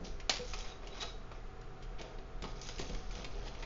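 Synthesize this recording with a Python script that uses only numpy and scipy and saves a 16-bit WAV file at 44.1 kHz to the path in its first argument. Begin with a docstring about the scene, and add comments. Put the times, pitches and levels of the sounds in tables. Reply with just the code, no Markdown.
"""Snipping a plastic part

Flush cutters snip a plastic model part off its sprue, over a table in a small room: one sharp snap of
ringing modes and noise, later a soft cut made of a tick and a thud. In between, jaws and plastic tick
(noise bursts and ringing modes), scrape (runs of tiny slips) and squeak (wavering sines), and fingers rub
and bump the frame. A fan (shaped noise and steady tones) hums behind a low room rumble."""
import sys
import numpy as np
from scipy import signal
from scipy.fft import rfft, irfft, next_fast_len
from scipy.io import wavfile
from scipy.ndimage import map_coordinates

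SR = 44100
rng = np.random.default_rng(int(sys.argv[2]) if len(sys.argv) > 2 else 0)


def wav_out(sig):
    """Save sig, one row per channel (or a flat mono array), as 16-bit PCM at SR to the path in sys.argv[1]."""
    wavfile.write(sys.argv[1], SR, np.round(np.clip(np.atleast_2d(sig).T, -1, 1) * 32767).astype(np.int16))


N = 160965  # scene length in samples
TOP_HZ = 7300  # upper edge of the whole sound


def amp(db):
    """Decibels to gain."""
    return 10 ** (np.asarray(db) / 20)


def unit(x):
    """Scale to rms 1."""
    return x / np.sqrt(np.mean(x ** 2) + 1e-20)


def along(points, hz):
    """Read a curve of (Hz, value) points on a log frequency axis."""
    point_hz, value = np.transpose(points)
    return np.interp(np.log(hz + 1), np.log(point_hz + 1), value)


def filtered(x, response):
    """Multiply the spectrum of x by a gain that depends on frequency."""
    size = next_fast_len(len(x) + 8192)
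    spectrum = rfft(x, size) * response(np.fft.rfftfreq(size, 1 / SR))
    return irfft(spectrum, size)[:len(x)]


def coloured(x, colour, tilt=0):
    """Shape x with a spectral curve and a tilt in dB per octave, at rms 1."""
    def response(hz):
        octaves = np.log2(np.clip(hz, 300, TOP_HZ) / TOP_HZ)
        return amp(along(colour, hz) + tilt * octaves) * (hz < TOP_HZ)
    return unit(filtered(x, response))


def fade(t, t60):
    """Exponential decay, down 60 dB after t60 seconds."""
    return np.exp(-np.log(1000) * t / t60)


def wobble(rate, size=N):
    """A smooth random curve through rate knots a second."""
    knots = rng.standard_normal(1024)
    return map_coordinates(knots, [np.arange(size) / SR * rate], mode="wrap")


def add(out, s, x):
    """Mix x in at time s."""
    i = max(round(s * SR), 0)
    out[i:i + len(x)] += x[:max(N - i, 0)]


# spectrum of the fan noise: freq_hz, level_db
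FAN_COLOUR = [(41, -48.5), (70, -8), (122, -3), (333, -11), (367, -8), (463, -5), (561, -14.5), (630, -18),
              (763, -9.5), (809, -17.5), (1360, -13), (1560, -19), (7000, -35.5), (9100, -96)]
# tones of the fan hum: pitch_hz, level_db (rms)
HUM_TONES = [(119.8, -62.5), (388, -68.5), (655, -68.5), (748, -68), (1244, -76.5)]
# spectrum of the room rumble: freq_hz, level_db
RUMBLE_COLOUR = [(20, -5.5), (30, -3), (39, 0.5), (50, -18), (70, -16.5), (150, -54.5), (400, -94)]
# shape of the rumble's swell, centred and scaled before use: time_s, contour_db
RUMBLE_CONTOUR = [(0.0, -67), (0.13, -40.5), (0.48, -53), (0.51, -34), (0.76, -57), (1.54, -51),
                  (1.59, -59.5), (1.67, -48.5), (2.33, -56), (2.35, -50.5), (2.76, -54), (2.81, -39.5),
                  (2.93, -43.5), (3.65, -49.5)]
FAN_DB, HUM_WAVER_DB = -54.5, -2.5
RUMBLE_DB, RUMBLE_SWING = -44.5, 0.37  # base level; share of the contour that is heard


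def background():
    """Fan noise and hum tones wavering in level and phase, over low noise that sways in level."""
    t = np.arange(N) / SR
    hum = np.zeros(N)
    for hz, db in HUM_TONES:
        level = np.sqrt(2) * amp(db + HUM_WAVER_DB * wobble(3.1))
        hum += level * np.sin(2 * np.pi * hz * t + 0.42 * wobble(5.5))
    contour_db = np.interp(t, *np.transpose(RUMBLE_CONTOUR))
    sway_db = RUMBLE_SWING * (contour_db - contour_db.mean())
    rumble = coloured(rng.standard_normal(N), RUMBLE_COLOUR) * amp(RUMBLE_DB + sway_db)
    fan = amp(FAN_DB) * coloured(rng.standard_normal(N), FAN_COLOUR)
    return hum + fan + rumble


# dull knocks of hand and cutters on the frame: start_s, thud_db, t60_s, ring_hz, ring_db
KNOCKS = [(.005, -45, 0.28, 430, -53), (0.069, -58.5, 0.096, 380, -44.5), (.393, -47, 0.14, 490, -38.5),
          (1.032, -42.5, 0.11, 662, -52), (2.0, -50, 0.18, 632, -49.5), (2.421, -41, 0.13, 260, -50.5),
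          (2.437, -61, 0.092, 1239, -40.5), (2.444, -61.5, 0.11, 853, -44.5),
          (2.794, -38, 0.15, 383, -41.5), (2.89, -43.5, 0.29, 519, -50.5), (3.17, -47, 0.47, 530, -65),
          (3.351, -53, 0.15, 400, -49), (3.46, -45, 0.12, 390, -52)]
# spectrum of the thud: freq_hz, level_db
THUD_COLOUR = [(40, 0.5), (100, 0), (150, 0.5), (210, -0.5), (290, -9), (400, -5), (600, -9.5), (900, -16),
               (2000, -33), (5000, -36.5)]
BUMP_ATTACK_S = 0.0033


def bumps():
    """Soft knocks: a low thud and one hollow note of the held frame, dying together."""
    out, t = np.zeros(N), np.arange(SR // 2) / SR
    attack = 1 - np.exp(-t / BUMP_ATTACK_S)
    for s, thud_db, t60, hz, ring_db in KNOCKS:
        thud = amp(thud_db) * coloured(rng.standard_normal(len(t)), THUD_COLOUR)
        ring = amp(ring_db) * np.sin(2 * np.pi * hz * t)
        add(out, s, (thud + ring) * fade(t, t60) * attack)
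    return out


# plastic sliding under fingers and jaws: start_s, length_s, start_level_db, end_level_db, tilt_db_per_octave
STROKES = [(0.038, 0.035, -50.5, -54, 4.5), (0.439, 0.1, -56, -55, 7), (0.548, 0.061, -60, -52, 2),
           (0.629, 0.097, -50, -60, 0.5), (0.813, 0.18, -56.5, -63, -2.5), (.92, 0.071, -56, -49.5, -2),
           (0.997, 0.031, -47.5, -45, 1.5), (1.34, 0.023, -57, -61.5, -1.5), (1.981, 0.035, -49, -50.5, -2),
           (2.029, 0.12, -56, -60.5, -4), (2.431, 0.023, -41, -48, -3), (2.471, 0.043, -54.5, -59.5, 1),
           (2.55, 0.052, -57.5, -59.5, 0), (2.618, 0.097, -54, -54.5, 3), (2.699, 0.12, -60, -57, 2.5),
           (2.8, 0.14, -54, -56.5, 1), (2.953, 0.18, -59.5, -64, 0.5), (3.113, 0.14, -53.5, -55.5, -1),
           (3.30, 0.17, -58.5, -55.5, -2), (3.452, 0.032, -53.5, -50.5, -1),
           (3.502, 0.11, -66, -55.5, -0.5)]
# spectrum of the sliding: freq_hz, level_db
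STROKE_COLOUR = [(100, -11), (400, 7), (900, 4), (1700, -1.5), (2300, 2), (2800, 0), (3350, 3), (4300, -2),
                 (5000, 0.5), (5500, -1), (6500, -1), (7200, -20)]
RUB_EDGE_S = 0.011  # fade in and out of a stroke
SLIPS_PER_S, SLIP_SPREAD_DB, SLIP_T60_S = 1300, 1.5, 0.0053


def rubs():
    """Each stroke is a dense run of tiny slips, each ringing briefly at its own pitch."""
    out, t = np.zeros(N), np.arange(SR // 4) / SR
    age = np.arange(SR // 64)  # samples since a slip began
    for s, length, start_db, end_db, tilt in STROKES:
        when, pitch, size = rng.random((3, int(SLIPS_PER_S * t[-1]), 1))
        level = amp(-SLIP_SPREAD_DB * np.log(size + 0.054))  # few strong slips, many weak
        tone = np.sin(2 * np.pi * pitch * TOP_HZ * age / SR)
        grains = level * fade(age / SR, SLIP_T60_S) * tone
        position = (when * len(t)).astype(int) + age
        slips = np.bincount(position.ravel(), grains.ravel(), len(t))[:len(t)]
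        release = np.exp(-np.maximum(t - length, 0) / RUB_EDGE_S)
        gate = np.clip(t / RUB_EDGE_S, 0, 1) * release
        glide = amp(np.interp(t, [0, length], [start_db, end_db]))
        add(out, s, coloured(slips, STROKE_COLOUR, tilt) * gate * glide)
    return out


# ringing modes of the sprue and its parts: pitch_hz, level_db, t60_s
SPRUE_MODES = [(770, 2.5, .07), (1150, -12, 0.067), (1890, -0.5, 0.077), (2258, 8, 0.076),
               (2970, -1, 0.076), (3580, -1.5, 0.07), (4220, -2.5, 0.041), (4650, -5, 0.14),
               (6560, 5.5, 0.056)]
FAVOUR_DB, FAVOUR_WIDTH_HZ = 11, 140


def contact(colour, tilt, t60, ring_db, favoured_hz=0):
    """A short crack, stronger around one pitch that depends on the spot hit, and the sprue's ring."""
    t = np.arange(SR // 2) / SR

    def favour(hz):
        peak = np.exp(-((hz - favoured_hz) / FAVOUR_WIDTH_HZ) ** 2)
        return amp(FAVOUR_DB * (favoured_hz > 0) * peak)

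    noise = filtered(rng.standard_normal(len(t)), favour)
    crack = coloured(noise, colour, tilt) * fade(t, t60)
    ring = np.zeros(len(t))
    for hz, db, life in SPRUE_MODES:
        ring += amp(db) * fade(t, life) * np.sin(2 * np.pi * (hz * t + rng.random()))
    return crack + amp(ring_db) * ring


# light contacts of jaws and plastic: start_s, level_db, tilt_db_per_octave, crack_t60_s, favoured_pitch_hz
CONTACTS = [(0.1998, -44.5, 2, 0.062, 2140), (0.416, -47.5, 5, 0.026, 2560), (.533, -42, 0, 0.11, 1270),
            (.536, -38.5, 1.5, 0.027, 5000), (0.5394, -41, 3, 0.062, 3300),
            (0.5882, -36, 13.5, 0.015, 5360), (0.607, -39, 8, 0.018, 3260), (.871, -45.5, 6, 0.05, 2880),
            (1.002, -45.5, 2, 0.044, 3500), (1.0165, -40.5, 4, .025, 3460), (1.0213, -31, 0.5, 0.014, 1940),
            (1.0259, -31.5, 9.5, 0.012, 3420), (1.03, -35.5, -3.5, 0.052, 1350),
            (1.042, -48, 3, 0.023, 4530), (1.315, -45.5, -4, 0.076, 1290), (1.613, -55, 7, 0.033, 3950),
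            (1.824, -54, 3.5, .12, 3200), (1.996, -49, -3.5, 0.054, 2230), (2.0136, -40.5, 2, 0.039, 4930),
            (2.185, -47, -4, 0.058, 3820), (2.4222, -39, 3.5, 0.031, 5200),
            (2.438, -45.5, -1.5, 0.097, 1104), (2.4785, -43, -3, .019, 2200),
            (2.6141, -41.5, 10.5, 0.037, 6720), (2.6688, -38.5, 8.5, 0.017, 4950),
            (2.676, -44, 6, .014, 5000), (2.6877, -34.5, 1.5, 0.023, 5000), (2.694, -41, -2.5, 0.027, 3900),
            (2.783, -40.5, 4, 0.024, 2720), (2.7925, -35, 4.5, 0.039, 2130), (2.797, -27, -7, 0.016, 4950),
            (2.813, -43.5, 3, 0.061, 6460), (2.895, -44, 3, .031, 3200), (2.9476, -39, 1.5, 0.026, 3260),
            (3.109, -47.5, 5.5, 0.053, 2360), (3.152, -44.5, 3.5, 0.044, 6000),
            (3.175, -48.5, 4, 0.026, 2190), (3.2449, -39.5, 1, 0.049, 3630),
            (3.2505, -46, -0.5, 0.043, 2230), (3.473, -48.5, 0.5, 0.062, 5030),
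            (3.549, -48, -2, 0.062, 2400), (3.6243, -42, -1, 0.08, 2010), (3.629, -45, -3, 0.057, 2030)]
# spectrum of the contacts: freq_hz, level_db
CONTACT_COLOUR = [(100, -8), (400, -1.5), (900, -0.5), (1600, -2.5), (2400, 2), (3600, -2.5), (5000, -4),
                  (7000, -11)]
TICK_RING_DB, TICK_ATTACK_S = -29, 0.0007


def ticks():
    """Small knocks and cracks of the plastic, each a contact with a slightly softened onset."""
    out = np.zeros(N)
    rise = 1 - np.exp(-np.arange(SR // 2) / SR / TICK_ATTACK_S)
    for s, db, tilt, t60, hz in CONTACTS:
        add(out, s, amp(db) * rise * contact(CONTACT_COLOUR, tilt, t60, TICK_RING_DB, hz))
    return out


# the stem breaks, then the jaws meet: start_s, level_db (before the two trims), crack_pitch_factor
SNAP_HITS = [(0.2952, -18, 0.95), (0.2984, -21.5, 1.24), (0.3015, -30, 0.99)]
# spectrum of splinters and echoes: freq_hz, level_db
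SPLINTER_COLOUR = [(100, -13), (430, -1), (820, -0.5), (1350, -3.5), (2100, -1), (3600, -0.5), (4600, 2.5),
                   (6400, -4.5), (7200, -8)]
# broad resonances of the break: pitch_hz (before the pitch factor), width_hz, level_db
CRACK_MODES = [(760, 260, -5), (1830, 190, -11), (2410, 310, -3), (3140, 190, 2), (4580, 450, 7.5),
               (6650, 650, 5.5)]
# echoes from the table top, then the room: level_db, t60_s
SNAP_ECHOES = [(-33, 0.14), (-34.5, 0.43)]
CRACK_DB, SPLINTER_DB = -7, -3.5  # trims on each hit's level
SNAP_T60_S, SNAP_RING_DB = 0.017, -19
ECHO_RISE_S, ECHO_GRAIN_DB, ECHO_GRAINS_PER_S = 0.0033, 2.6, 300


def snap():
    """The stem breaks and splinters, the jaws clap shut; table and room answer with grainy echoes."""
    out, t = np.zeros(N), np.arange(SR) / SR
    for s, db, pitch in SNAP_HITS:
        crack = np.zeros(len(t))
        for k, (hz, width, level) in enumerate(CRACK_MODES):
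            polarity = (-1) ** k
            decay = np.exp(-np.pi * width * t)  # a broad resonance dies fast
            crack += polarity * amp(level) * decay * np.sin(2 * np.pi * pitch * hz * t)
        add(out, s, amp(db + CRACK_DB) * crack)
        splinter = contact(SPLINTER_COLOUR, 0, SNAP_T60_S, SNAP_RING_DB)
        add(out, s, amp(db + SPLINTER_DB) * splinter)
    for db, t60 in SNAP_ECHOES:
        grain = amp(ECHO_GRAIN_DB * wobble(ECHO_GRAINS_PER_S, len(t)))
        echo = coloured(rng.standard_normal(len(t)) * grain, SPLINTER_COLOUR)
        envelope = fade(t, t60) * (1 - np.exp(-t / ECHO_RISE_S))
        add(out, SNAP_HITS[0][0], amp(db) * echo * envelope)
    return out


# the jaws squeak as they drag on the sprue: middle_s, half_length_s, level_db, pitch_hz
SQUEAK_SWELLS = [(.635, 0.023, -55.5, 3830), (0.684, 0.016, -59.5, 3870), (.722, 0.011, -52.5, 3800),
                 (0.929, 0.017, -57.5, 3880), (0.988, .02, -58.5, 3940), (1.012, 0.012, -45, 3800),
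                 (1.028, 0.0067, -37.5, 3904), (1.09, .025, -55.5, 3790), (1.082, 0.032, -62, 4030)]
# modes of the steel jaws: pitch_ratio, level_db
STEEL_MODES = [(1, 0), (.912, -12.5)]
DRAG_CHATTER_DB, CHATTER_PER_S = 2.5, 130  # level waver
SQUEAK_WAVER, WAVER_PER_S = 0.022, 300  # pitch waver, as a fraction of the pitch


def cutters():
    """Uneven friction makes the steel squeak in short swells, wavering in pitch and level."""
    out, t = np.zeros(N), np.arange(SR // 2) / SR
    middle = t[-1] / 2
    for s, half, db, hz in SQUEAK_SWELLS:
        chatter_db = DRAG_CHATTER_DB * wobble(CHATTER_PER_S, len(t))
        swell = np.exp(-((t - middle) / half) ** 2) * amp(db + chatter_db)
        for ratio, mode_db in STEEL_MODES:
            pitch = hz * ratio * (1 + SQUEAK_WAVER * wobble(WAVER_PER_S, len(t)))
            tone = np.sin(2 * np.pi * np.cumsum(pitch) / SR)
            add(out, s - middle, amp(mode_db) * swell * tone)
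    return out


# decay of the small room: freq_hz, t60_s
ROOM_DECAY = [(200, 0.52), (800, 0.59), (2500, 0.39), (7000, 0.48)]
ROOM_DELAY_S = 0.0033  # build-up time of the tail


def room(x):
    """The small room's answer: a noise tail with each frequency dying at its own speed."""
    hz, t, bands = signal.stft(rng.standard_normal(SR // 2), SR, nperseg=256)
    decay = fade(t, along(ROOM_DECAY, hz)[:, None])
    tail = signal.istft(bands * decay, SR, nperseg=256)[1]
    tail = tail * (1 - np.exp(-(np.arange(len(tail)) / SR / ROOM_DELAY_S) ** 2))
    return signal.fftconvolve(x, tail / np.linalg.norm(tail))[:len(x)]


CLICK_ROOM_DB, HANDLING_ROOM_DB = -6, -2.5  # sends into the room


def scene():
    """Snap with its own echoes, clicks and handling in the room, over the background."""
    clicks = ticks() + cutters()
    handling = rubs() + bumps()
    wet = room(amp(CLICK_ROOM_DB) * clicks + amp(HANDLING_ROOM_DB) * handling)
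    return (snap() + clicks + handling + wet + background())[None]


def record(dry):
    """A very steep low-pass at TOP_HZ closes off the treble."""
    def low_pass(hz):
        return 1 / np.sqrt(1 + (hz / TOP_HZ) ** 120)
    return np.array([filtered(x, low_pass) for x in dry])


dry = scene()
out = record(dry)
wav_out(out)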